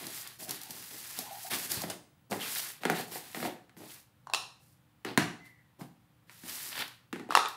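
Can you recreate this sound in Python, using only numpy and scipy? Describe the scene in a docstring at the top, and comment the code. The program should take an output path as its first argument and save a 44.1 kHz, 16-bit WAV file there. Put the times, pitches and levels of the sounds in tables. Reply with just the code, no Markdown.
"""Hissing and rasping edges are heard first, as two cardboard cartons are pushed, turned and tipped on tiles.
Friction is shaped noise with gliding groans; flaps tick, card slaps and hollows boom as struck bodies.
Steel beaters jingle inside one carton as damped sines. A wooden hairbrush is picked up, rapped on a carton
(a faint squeal, a tone fraying into noise, follows) and laid on the floor with a clatter of wooden modes.
A bare room answers with diffuse decaying noise and standing waves, over quiet air and a faint motor hum."""
import sys
import numpy as np
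from scipy import signal
from scipy.fft import rfft, irfft, next_fast_len
from scipy.io import wavfile
from scipy.ndimage import uniform_filter1d, map_coordinates

SR = 44100
rng = np.random.default_rng(int(sys.argv[2]) if len(sys.argv) > 2 else 0)


def output_pcm(signal):
    """Save a mono or channel-first signal as 16-bit PCM at the path in sys.argv[1].

    Samples are clipped to [-1, 1] before scaling.
    """
    pcm = np.clip(np.atleast_2d(signal).T, -1, 1) * 32767
    wavfile.write(sys.argv[1], SR, np.round(pcm).astype(np.int16))


N = 333396
HIT = 4096  # samples in one impulse response
TOP_HZ = 15650  # upper band limit

# All event and mode levels are relative: each source adds its own layer gains.
# Long slides over the tiles, one curve each.
# Each row: time in seconds, hiss of the face in dB, rasp of the edge in dB.
SLIDES = [
    [(0, -46, -46), (0.09, -49.5, -50.5), (0.16, -41, -47.5), (0.22, -44, -52.5), (0.255, -53.5, -49.5),
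     (0.32, -56, -53), (0.38, -62, -69)],
    [(0.54, -46.5, -50), (0.6, -54.5, -53.5), (0.67, -53, -54.5), (0.78, -49.5, -53), (0.9, -47.5, -53.5),
     (1.12, -44.5, -50.5), (1.29, -52, -53), (1.38, -48, -52.5), (1.49, -42.5, -53)],
    [(2.39, -51.5, -49), (2.425, -41.5, -39.5), (2.52, -36.5, -43), (2.595, -37, -45.5), (2.63, -41, -43),
     (2.7, -44, -47.5), (2.75, -55.5, -57), (2.8, -65.5, -61)],
    [(3.77, -57.5, -65), (3.84, -58.5, -58), (3.92, -49.5, -55), (3.99, -57.5, -60.5), (4.08, -79.5, -83.5)],
    [(6.27, -77, -75), (6.32, -58.5, -58.5), (6.41, -58.5, -63), (6.49, -43.5, -47), (6.69, -41.5, -49),
     (6.74, -47, -48), (6.81, -41, -34), (6.86, -57.5, -53), (6.97, -74.5, -77)],
]
# Short scuffs as a carton or the brush is nudged, tipped or gripped.
# Each row: start in seconds, length in seconds, hiss in dB, rasp in dB, rumble in dB.
SCUFFS = [(0.0, 0.094, -56, -59, -48.5), (0.383, 0.052, -43.5, -51.5, -53), (.47, 0.048, -46.5, -45, -46),
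          (0.683, 0.11, -51.5, -58.5, -55.5), (0.906, 0.039, -55.5, -66, -53),
          (1.157, 0.029, -41.5, -44.5, -55), (1.496, 0.056, -35.5, -36.5, -46),
          (1.537, 0.12, -39.5, -45, -52.5), (1.687, 0.046, -35.5, -41, -43.5),
          (1.739, 0.08, -42.5, -46, -47), (1.868, 0.046, -49, -47, -40.5),
          (2.296, 0.066, -46, -56.5, -40.5), (2.801, 0.048, -56, -53, -50.5),
          (2.943, 0.062, -42, -40.5, -43), (3.061, 0.071, -53.5, -68, -59.5),
          (3.104, 0.069, -43, -47, -49.5), (3.183, 0.15, -53, -54, -64), (3.338, 0.07, -44.5, -50.5, -45),
          (3.41, 0.057, -45.5, -44, -37.5), (3.774, 0.092, -75.5, -67, -51),
          (4.589, 0.14, -68, -90.5, -80.5), (5.044, 0.064, -69, -46.5, -40.5),
          (5.435, .03, -63, -62.5, -80), (5.785, 0.043, -59, -61.5, -46), (6.421, 0.061, -55, -73, -57.5),
          (7.294, 0.045, -54.5, -42.5, -48)]
# Corners groan and squeak as the cartons pivot.
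# Each row: start in seconds, length in seconds, pitch in Hz, glide in Hz per second, level in dB.
GROANS = [(0.388, 0.1, 720, 200, -60.5), (.6, 0.12, 834, -2, -64), (1.2, 0.04, 760, -500, -60),
          (1.25, .018, 900, -1000, -54), (1.303, .042, 733, 1000, -51.5), (1.43, 0.058, 802, -300, -57),
          (1.7, .025, 1620, -2000, -50), (1.738, 0.0194, 5000, -3000, -47),
          (1.803, 0.025, 1600, -36000, -49.5), (2.402, 0.021, 3260, -3500, -45)]
# The sharpest snaps of the flaps. Each row: start in seconds, level in dB.
TICKS = [(0.0683, -23), (0.274, -26.5), (0.493, -22), (0.509, -16.5), (0.615, -27), (0.634, -26.5),
         (0.707, -23.5), (1.189, -17), (1.718, -14), (1.8184, -21.5), (2.311, -27.5), (2.551, -23),
         (2.583, -19), (2.9, -19.5), (6.495, -27), (6.791, -25), (6.88, -33), (7.485, -27.5)]
# Blows on the cartons.
# Each row: start in seconds, slap in dB, hollow boom in dB, panel in dB, pitch factor of the hollow.
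KNOCKS = [(0.482, -48, -47, -52, 0.96), (1.189, -43, -48, -44, 1.08), (1.5138, -38.5, -43.5, -41.5, 0.7),
          (1.5279, -25.5, -41.5, -52, .9), (1.837, -28.5, -37.5, -38.5, 1.01),
          (1.902, -42.5, -46, -43, 1.33), (2.319, -26.5, -31.5, -33.5, 1.17),
          (2.328, -24.5, -40.5, -34.5, 1.05), (2.835, -24.5, -45, -39, 1.2), (2.8531, -15.5, -27, -29, 1.1),
          (2.899, -14, -30, -26, 0.95), (2.997, -34, -45, -39.5, 0.96), (3.157, -34, -64, -40, 0.89),
          (3.3472, -26, -57, -43, 0.93), (3.368, -34, -37, -49, 1.17), (3.402, -30.5, -45, -50.5, 1.17),
          (3.428, -26, -39, -36, 1.11), (3.452, -27.5, -34, -33.5, 1.41), (3.695, -46.5, -67, -72, 1.2),
          (3.7672, -46.5, -48.5, -66.5, 0.85), (5.0491, -23.5, -35.5, -44.5, 1.05),
          (5.1757, -8.5, -25.5, -26, 1.15), (5.811, -41, -39.5, -50, .85), (6.296, -38.5, -69.5, -67, 0.96),
          (6.435, -44.5, -46.5, -74, 0.86), (7.1285, -25.5, -33, -45.5, 1.24),
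          (7.159, -33.5, -46, -47, 1.15), (7.197, -35.5, -41.5, -49.5, 1.05),
          (7.29, -44.5, -39.5, -43, 1.27)]
# A whole face of a carton gives way. Each row: start in seconds, level in dB, pitch factor.
THUDS = [(0.712, -46, .8), (1.771, -33, 0.63), (1.84, -39, 1.09), (5.179, -17.5, 1.04)]
# The beaters touch inside the carton. Each row: start in seconds, level in dB, pitch factor.
JINGLES = [(1.748, -41, 1.1), (1.9, -28.5, 1.04), (2.312, -40, .95), (3.452, -47, 1.12), (5.815, -52, 1.04)]
# An edge digs in and jumps free. Each row: start in seconds, level in dB.
SLIPS = [(2.559, -29), (2.568, -30.5), (2.594, -31), (6.718, -37.5), (6.729, -33), (6.753, -32.5),
         (6.767, -31.5), (6.778, -28.5), (6.803, -29), (6.8183, -30), (6.8214, -25.5)]
# The hairbrush strikes the floor or a carton. Each row: start in seconds, click in dB, handle in dB,
# handle pitch factor, paddle in dB, paddle pitch factor.
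CLACKS = [(4.271, -47.5, -48.5, 1.03, -40.5, 0.8), (4.299, -46.5, -43.5, 1, -40, 0.82),
          (4.336, -16, -15, 0.98, -28.5, 0.84), (4.3465, -16.5, -19, 0.98, -32.5, 1),
          (5.0487, -30.5, -38, 0.97, -48, 1), (5.1757, -12, -17.5, 1.04, -39, 0.66),
          (7.307, -28, -46, 0.76, -27, 1), (7.323, -29.5, -41, .97, -30, 0.9),
          (7.3517, -9.5, -12, 0.99, -12.5, 0.95), (7.365, -31, -22.5, .97, -30, 1),
          (7.3731, -19, -20.5, 0.88, -17, 1), (7.451, -37.5, -37, 0.92, -30.5, 1),
          (7.458, -28, -25.5, 0.86, -32.5, 0.94)]
# A faint squeal that sinks and frays.
# Each row: time in seconds, pitch in Hz, level in dB, noisy share from 0 to 1.
SQUEAL = [(5.38, 2045, -75, .2), (5.41, 2040, -65, .2), (5.45, 2035, -60, .3), (5.47, 2060, -63, .9),
          (5.51, 2020, -62, .8), (5.57, 1980, -70, .8), (5.63, 1900, -73, .9), (5.74, 1870, -88, .9)]

# Resonances of the carton's hollow and panels, and of the brush's handle.
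# Each row: centre in Hz, width in Hz, level in dB.
HOLLOW_MODES = [(167, 48, 4), (250, 97, 3.5), (367, 75, 1)]
PANEL_MODES = [(434, 130, -5.5), (731, 80, 4), (980, 81, -8.5)]
HANDLE_MODES = [(2750, 160, 6.5), (4130, 330, 6.5), (5530, 300, -3), (7300, 550, -6), (9200, 1100, -14)]
# The beaters' wires. Each row: pitch in Hz, level in dB, time to fall 60 dB in seconds.
STEEL_MODES = [(2000, -2, .08), (2830, -4, .06), (3806, -12, .06), (4620, -10, .06), (4860, -2, .06),
               (6514, -3, .06), (7950, -6, .07), (8810, 1, .07), (9496, -2, .07), (11700, -5, .06),
               (13400, -9, .05)]
# A fan motor. Each row: pitch in Hz, level in dB.
HUM = [(118.4, -72.5), (301.5, -81.5)]
# Standing waves between the walls. Each row: pitch in Hz, level in dB against the diffuse answer.
ROOM_MODES = [(166, -26), (243, -30.5), (297, -29.5), (356, -28), (420, -30.5), (738, -28)]
# Decay of the room. 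Each row: frequency in Hz, time to fall 60 dB in seconds.
ROOM_DECAY = [(120, 0.49), (400, 0.44), (1200, 0.44), (4000, 0.41), (8000, 0.41), (15000, 0.3)]
# Bands in which one channel is the stronger.
# Each row: centre in Hz, width in Hz, share of the gain (positive is left).
LEAN_BANDS = [(1900, 67, 0.41), (9840, 720, -0.15)]

# Spectra of friction: face, edge and panels. Each row: frequency in Hz, relative density in dB per Hz.
HISS = [(800, -23), (2500, -15), (4800, 0.5), (6500, -1), (9000, 0.5), (12000, 2), (15500, -1.5)]
RASP = [(400, -16), (850, -3), (1300, -2), (1850, 1.5), (2400, -1), (3400, -0.5), (4600, -3), (7000, -29.5)]
RUMBLE = [(30, -16.5), (70, -18), (110, -5.5), (170, -1.5), (330, 1.5), (480, -6), (750, -6), (1100, -11.5),
          (2200, -37)]
# Spectra of impact: flap, card, giving face, hard contact and hollow paddle.
# Each row: frequency in Hz, relative density in dB per Hz.
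SNAP = [(400, -24.5), (1500, -14.5), (4500, 8.5), (8000, 3.5), (12000, 8), (16000, 2.5)]
SLAP = [(300, -21.5), (600, -3.5), (1000, -0.5), (1400, 2.5), (1900, 5), (2300, 0), (2800, -3), (3200, -6),
        (4100, -6.5), (5500, -15), (9000, -14.5), (15000, -22.5)]
THUD = [(30, -29.5), (60, -14.5), (110, -3), (170, 1.5), (290, -2.5), (450, -11.5), (900, -32),
        (3000, -68.5)]
CLICK = [(250, -22), (500, -5), (1000, -1.5), (1900, 1), (2300, -19.5), (3000, 1), (6000, -0.5),
         (10000, -4.5), (15000, -15)]
PADDLE = [(200, -34), (450, -13.5), (640, -20.5), (800, -7), (950, -2.5), (1050, -5), (1180, -1),
          (1320, 0.5), (1600, -13), (1870, -10), (2300, -18.5), (5000, -45.5)]
# Spectrum of the quiet room air. Each row: frequency in Hz, relative density in dB per Hz.
QUIET = [(15, -57), (25, -13), (140, 2.5), (305, -14.5), (433, -21), (509, -13.5), (631, -21), (804, -15.5),
         (945, -17), (2560, -24), (3260, -24.5), (6050, -33.5), (15500, -30.5)]

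SCUFF_ATTACK_S, SCUFF_FALL_DB_PER_S, STROKE_TAIL_S = 0.02, 258.5, 0.25
RUMBLE_DB = -13  # rumble curve of a slide against its rasp curve, before the layer gains
GROAN_WANDER = 0.0506  # random pitch wander as a share of the pitch
CATCHES_PER_S = 77  # mean rate at which an edge catches and lets go
GRIT_PER_S, GRIT_DB = 7, -2.5  # mean rate of specks; mean level against the face's hiss curve
BOOM_LAG_S = 0.002  # the air inside answers after the card
# The brush rocks to rest: mean gap between contacts, first contact before layer gains, loss per contact.
ROCK_S, ROCK_GAP_S, ROCK_DB, ROCK_LOSS_DB = 7.392, 0.01, -28, 4


def amp(db):
    """Logarithmic level: decibels become an amplitude ratio."""
    return 10 ** (np.asarray(db) / 20)


def unit(x):
    """Mean power: a signal is scaled to rms 1."""
    return x / np.sqrt(np.mean(x ** 2) + 1e-20)


def along(points, hz):
    """Logarithmic frequency: (Hz, value) points are interpolated on a log axis."""
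    f, v = np.transpose(points)
    return np.interp(np.log(hz + 1), np.log(f + 1), v)


def wobble(rate):
    """Band-limited fluctuation: a smooth random curve with rate knots a second."""
    knots = rng.standard_normal(int(N * rate / SR) + 4)
    return map_coordinates(knots, [np.arange(N) * rate / SR])


def filtered(x, response):
    """Linear filtering: the spectrum of x is multiplied by a response of frequency."""
    n = x.shape[-1]
    m = next_fast_len(n + 2 * HIT)
    return irfft(rfft(x, m) * response(np.fft.rfftfreq(m, 1 / SR)), m)[..., :n]


def coloured(x, spectrum):
    """Spectral shaping: x is weighted by a spectrum and brought to rms 1."""
    return unit(filtered(x, lambda hz: amp(along(spectrum, hz))))


def pulse(spectrum):
    """Minimum phase: the shortest causal pulse of a given spectrum, by folding its cepstrum."""
    cepstrum = irfft(np.log(amp(along(spectrum, np.fft.rfftfreq(HIT, 1 / SR)))))
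    cepstrum[1:HIT // 2] *= 2
    cepstrum[HIT // 2 + 1:] = 0
    return irfft(np.exp(rfft(cepstrum)))


def ring(modes, detune, scatter_db=3.0):
    """Modal decay: damped modes, whose pitches and strengths vary with the point of contact."""
    t = np.arange(HIT) / SR
    out = np.zeros(HIT)
    for k, (hz, width, db) in enumerate(modes):
        sign = (-1) ** k  # neighbouring modes swing against each other
        strength = amp(db + scatter_db * rng.normal()) * width
        pitch = hz * (1 + detune * rng.normal())
        out += sign * strength * np.exp(-np.pi * width * t) * np.cos(2 * np.pi * pitch * t)
    return out


def struck(body, tail, crush, life):
    """Impact excitation: a blow and brief crushing drive a body, whose colour the room carries on."""
    fibres = rng.standard_normal(HIT) * np.exp(-np.arange(HIT) / SR / life)
    force = crush * fibres / np.linalg.norm(fibres)
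    force[0] += 1
    direct = signal.fftconvolve(force, body)[:HIT]
    sound = signal.fftconvolve(body / np.linalg.norm(body), tail)
    sound[:HIT] += direct / np.linalg.norm(direct)
    return sound * np.sqrt(SR / 1000)  # direct part: the energy of 1 ms at rms 1


def room_tail(build=0.0032):
    """Reverberation: diffuse noise decaying by frequency, with standing waves, at energy 1."""
    hz, _, z = signal.stft(rng.standard_normal(SR * 3 // 4), SR, nperseg=256)
    frame_s = _
    decay = amp(-60 * frame_s / along(ROOM_DECAY, hz)[:, None])
    diffuse = signal.istft(z * decay, SR, nperseg=256)[1]
    t = np.arange(len(diffuse)) / SR
    waves = np.zeros(len(t))
    for f, db in ROOM_MODES:
        fall = amp(-60 * t / along(ROOM_DECAY, f))
        waves += amp(db) * unit(fall * np.sin(2 * np.pi * (f * t + rng.random())))
    onset = 1 - np.exp(-(t / build) ** 2)
    tail = (unit(diffuse) + waves) * onset
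    return tail / np.linalg.norm(tail)


def in_room(x, wet_db):
    """Superposition of paths: direct sound plus the walls' answer."""
    path = amp(wet_db) * room_tail()
    path[0] = 1
    return signal.fftconvolve(x, path)


def add(track, s, sound):
    """Superposition in time: a sound is mixed in at s seconds."""
    part = track[max(0, round(s * SR)):][:len(sound)]
    part += sound[:len(part)]


def slide_level(column):
    """Contact envelope: gain per sample from one dB column of the slides, silent between them."""
    t = np.arange(N) / SR
    gain = np.zeros(N)
    for curve in SLIDES:
        points = np.array(curve)
        gain += amp(np.interp(t, points[:, 0], points[:, column], left=-120, right=-120))
    return uniform_filter1d(gain, size=300)


def stroke(length):
    """Transient contact: a short rub with a quick attack, a hold and a release."""
    t = np.arange(int((length + STROKE_TAIL_S) * SR)) / SR
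    release = amp(-SCUFF_FALL_DB_PER_S * np.maximum(t - length, 0))
    return np.clip(t / SCUFF_ATTACK_S, 0, 1) * release


def rubbing():
    """Incoherent addition: the powers of slides and scuffs add in hiss, rasp and rumble."""
    face, edge = slide_level(column=1), slide_level(column=2)
    power = np.array([face, edge, amp(RUMBLE_DB) * edge]) ** 2
    for s, length, *levels in SCUFFS:
        for layer, db in zip(power, levels):
            add(layer, s, (amp(db) * stroke(length)) ** 2)
    return np.sqrt(power)


def friction(rate, grit, flutter_db):
    """Dry friction: countless tiny slips and larger grains (rate a second) under unsteady pressure."""
    grains = (rng.random(N) < rate / SR) * rng.standard_normal(N)
    tiny_slips = rng.standard_normal(N)
    return (tiny_slips + grit * unit(grains)) * amp(flutter_db * wobble(70))


def catches(face, edge, scatter_db=3, wet_db=-5):
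    """Stick-slip of an edge: a crackle that grows as the carton tilts off its face."""
    tilt = edge ** 2 / (edge ** 2 + face ** 2)
    releases = (rng.random(N) < CATCHES_PER_S / SR) * amp(scatter_db * rng.standard_normal(N))
    crackle = struck(pulse(RASP), amp(wet_db) * room_tail(), crush=2.5, life=0.002)
    return signal.fftconvolve(releases * edge * tilt, crackle)[:N]


def groans(fuzz=0.32, flutter_db=2.5):
    """Uneven stick-slip of a corner: a fuzzy gliding tone whose width is a share of its pitch."""
    out = np.zeros(N)
    for s, length, hz, glide, db in GROANS:
        envelope = stroke(length)
        wander, drift_a, drift_b = rng.standard_normal((3, HIT))
        t = np.arange(len(envelope)) / SR
        glided = hz + glide * np.minimum(t, length)
        pitch = glided * (1 + GROAN_WANDER * map_coordinates(wander, [t * 45]))
        cycles = np.cumsum(pitch) / SR
        a = map_coordinates(drift_a, [cycles * fuzz])
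        b = map_coordinates(drift_b, [cycles * fuzz])
        tone = a * np.cos(2 * np.pi * cycles) + b * np.sin(2 * np.pi * cycles)
        add(out, s, amp(db) * envelope * tone)
    return amp(flutter_db * wobble(35)) * out


def sliding(rasp_db=-2.0, rumble_db=-2.5, groan_db=5.0):
    """Sliding friction: the face hisses, edges rasp and catch, panels rumble and corners groan."""
    face, edge, panels = rubbing()
    hiss = face * coloured(friction(rate=700, grit=0.63, flutter_db=0.94), HISS)
    rasp = amp(rasp_db) * edge * coloured(friction(rate=240, grit=0.54, flutter_db=1.14), RASP)
    rumble = amp(rumble_db) * panels * coloured(friction(rate=140, grit=0.79, flutter_db=0.0), RUMBLE)
    dry_rub = hiss + rasp + rumble + amp(groan_db) * groans()
    return in_room(dry_rub, wet_db=-11.5)[:N] + catches(face, edge)


def background(air_db=-66):
    """Steady ambient noise: shaped room air and the slowly wavering tones of a motor hum."""
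    t = np.arange(N) / SR
    hum = np.zeros(N)
    for hz, db in HUM:
        gain = amp(db + 1.9 * wobble(3.6)) * np.sqrt(2)  # peak from rms
        hum += gain * np.sin(2 * np.pi * hz * t + 0.4 * wobble(3.9))
    return hum + amp(air_db) * coloured(rng.standard_normal(N), QUIET)


def flap_snap(wet_db=-4):
    """Impulsive release: one bright, crushed snap with its echo."""
    return struck(pulse(SNAP), amp(wet_db) * room_tail(), crush=4.0, life=0.0026)


def ticks(tick_db=-7, scatter_db=3):
    """Impulsive release: snaps of flaps, and of grit at random moments under the slides."""
    out = np.zeros(N)
    for s, db in TICKS:
        add(out, s, amp(db + tick_db) * flap_snap())
    speck_gain = slide_level(column=1) * amp(GRIT_DB + scatter_db * rng.standard_normal(N))
    specks = (rng.random(N) < GRIT_PER_S / SR) * speck_gain
    return out + signal.fftconvolve(specks, flap_snap())[:N]


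def knocks(slap_db=-4.0, boom_db=8.0, panel_db=8, wet_db=-3.0, leak_hz=105):
    """Coupled resonance: blows slap card, flex panels and boom in a hollow, with the deepest bass held back."""
    out = np.zeros(N)
    for s, slap, boom, panel, pitch in KNOCKS:
        tail = amp(wet_db) * room_tail()
        hollow = ring([(hz * pitch, width, db) for hz, width, db in HOLLOW_MODES], detune=0.027)
        flexing = ring(PANEL_MODES, detune=0.048)
        add(out, s, amp(slap + slap_db) * struck(pulse(SLAP), tail, crush=1.1, life=0.0034))
        add(out, s + BOOM_LAG_S, amp(boom + boom_db) * struck(hollow, tail, crush=0.38, life=0.012))
        add(out, s, amp(panel + panel_db) * struck(flexing, tail, crush=0.54, life=0.0056))
    return signal.sosfilt(signal.butter(2, leak_hz, "highpass", fs=SR, output="sos"), out)


def thuds(thud_db=3, wet_db=-4):
    """Volume displacement: a giving face makes one low push of air, with no ring of its own."""
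    out = np.zeros(N)
    for s, db, pitch in THUDS:
        push = pulse([(hz * pitch, density_db) for hz, density_db in THUD])
        add(out, s, amp(db + thud_db) * struck(push, amp(wet_db) * room_tail(), crush=0.2, life=0.003))
    return out


def beaters(ring_db=-10, rattle_db=7, wet_db=-8):
    """Damped vibration: thin steel wires chatter, the packing damps them and the room prolongs the ring."""
    out, t = np.zeros(N), np.arange(SR // 2) / SR
    for s, db, pitch in JINGLES:
        wires = np.zeros(len(t))
        for hz, mode_db, t60 in STEEL_MODES:
            gain = amp(mode_db + rng.normal(0, 1.7) - 60 * t / t60)
            shake = map_coordinates(rng.standard_normal(250), [t * 450])  # random phase in radians
            wires += gain * np.sin(2 * np.pi * hz * pitch * t + shake)
        rattle = amp(rattle_db - 60 * t / 0.025) * coloured(rng.standard_normal(len(t)), CLICK)
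        add(out, s, in_room(amp(db + ring_db) * (wires + rattle), wet_db))
    return out


def slips(wet_db=-6):
    """Stick-slip release: the strongest jumps of an edge are short, gritty bursts of its rasp."""
    out = np.zeros(N)
    for s, db in SLIPS:
        add(out, s, amp(db) * struck(pulse(RASP), amp(wet_db) * room_tail(), crush=4.0, life=0.0045))
    return out


def rocking(count=4, uneven=0.2, pitch=0.91, paddle_db=-5):
    """Energy loss at contact: ever weaker touches as the brush settles, in the columns of its strikes."""
    gaps = ROCK_GAP_S * (1 + uneven * rng.standard_normal(count))
    times = ROCK_S + np.cumsum(gaps) - gaps[0]
    levels = ROCK_DB - ROCK_LOSS_DB * np.arange(count)
    return [(s, db, db, pitch, db + paddle_db, pitch) for s, db in zip(times, levels)]


def hairbrush(handle_db=-2.5, click_db=-9, paddle_db=7.0, wet_db=-3, paddle_wet_db=-6.5):
    """Modal impact of wood: a hard click, the handle's high modes and the hollow paddle, with an echo."""
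    out = np.zeros(N)
    for s, click, handle, handle_pitch, paddle, paddle_pitch in CLACKS + rocking():
        tail = room_tail()
        wet, paddle_wet = amp(wet_db) * tail, amp(paddle_wet_db) * tail
        handle_modes = [(hz * handle_pitch, width, db) for hz, width, db in HANDLE_MODES]
        stem = ring(handle_modes, detune=0.006, scatter_db=1.0)
        hollow = pulse([(hz * paddle_pitch, db) for hz, db in PADDLE])
        add(out, s, amp(handle + handle_db) * struck(stem, wet, crush=0.96, life=0.0015))
        add(out, s, amp(click + click_db) * struck(pulse(CLICK), wet, crush=5.1, life=0.0018))
        add(out, s, amp(paddle + paddle_db) * struck(hollow, paddle_wet, crush=0.7, life=0.0014))
    return out


def fray():
    """Narrow-band noise: a random envelope of rms 1 that spreads a tone into a band."""
    return unit(wobble(200) + 0.8 * wobble(650))


def squeal(flutter_db=2, wet_db=-6):
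    """Loss of coherence: a soft whistling tone, clean at first, becomes an unsteady band of noise."""
    t = np.arange(N) / SR
    s, hz, db, noisy = np.transpose(SQUEAL)
    phase = 2 * np.pi * np.cumsum(np.interp(t, s, hz)) / SR
    share = np.clip(np.interp(t, s, noisy), 0, 1)
    clean = np.sqrt(2 * (1 - share)) * np.sin(phase)
    frayed = np.sqrt(share) * (fray() * np.cos(phase) + fray() * np.sin(phase))
    gain = amp(np.interp(t, s, db, left=-120, right=-120) + flutter_db * wobble(50))
    return in_room(gain * (clean + frayed), wet_db)[:N]


def scene():
    """Linear superposition: all sources add at one microphone, feeding two equal channels."""
    cartons = sliding() + ticks() + knocks() + thuds() + beaters() + slips()
    mono = cartons + background() + hairbrush() + squeal()
    return np.array([mono, mono])


def resonances(rows, hz):
    """Second-order resonance: the summed complex response of (Hz, width Hz, gain) rows."""
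    return sum(g * 1j * hz * width / (centre ** 2 - hz ** 2 + 1j * hz * width) for centre, width, g in rows)


def record(dry, low_cut_hz=70):
    """Transducer limits: thinned bass, rounded peaks, slightly unlike channels and a band limit."""
    thin = signal.sosfilt(signal.butter(2, low_cut_hz, "highpass", fs=SR, output="sos"), dry)
    rounded = thin / (1 + np.abs(thin / 0.85) ** 6) ** (1 / 6)
    return filtered(rounded, lambda hz: (1 + np.outer([1, -1], resonances(LEAN_BANDS, hz))) * (hz < TOP_HZ))


dry = scene()
out = record(dry)
output_pcm(out)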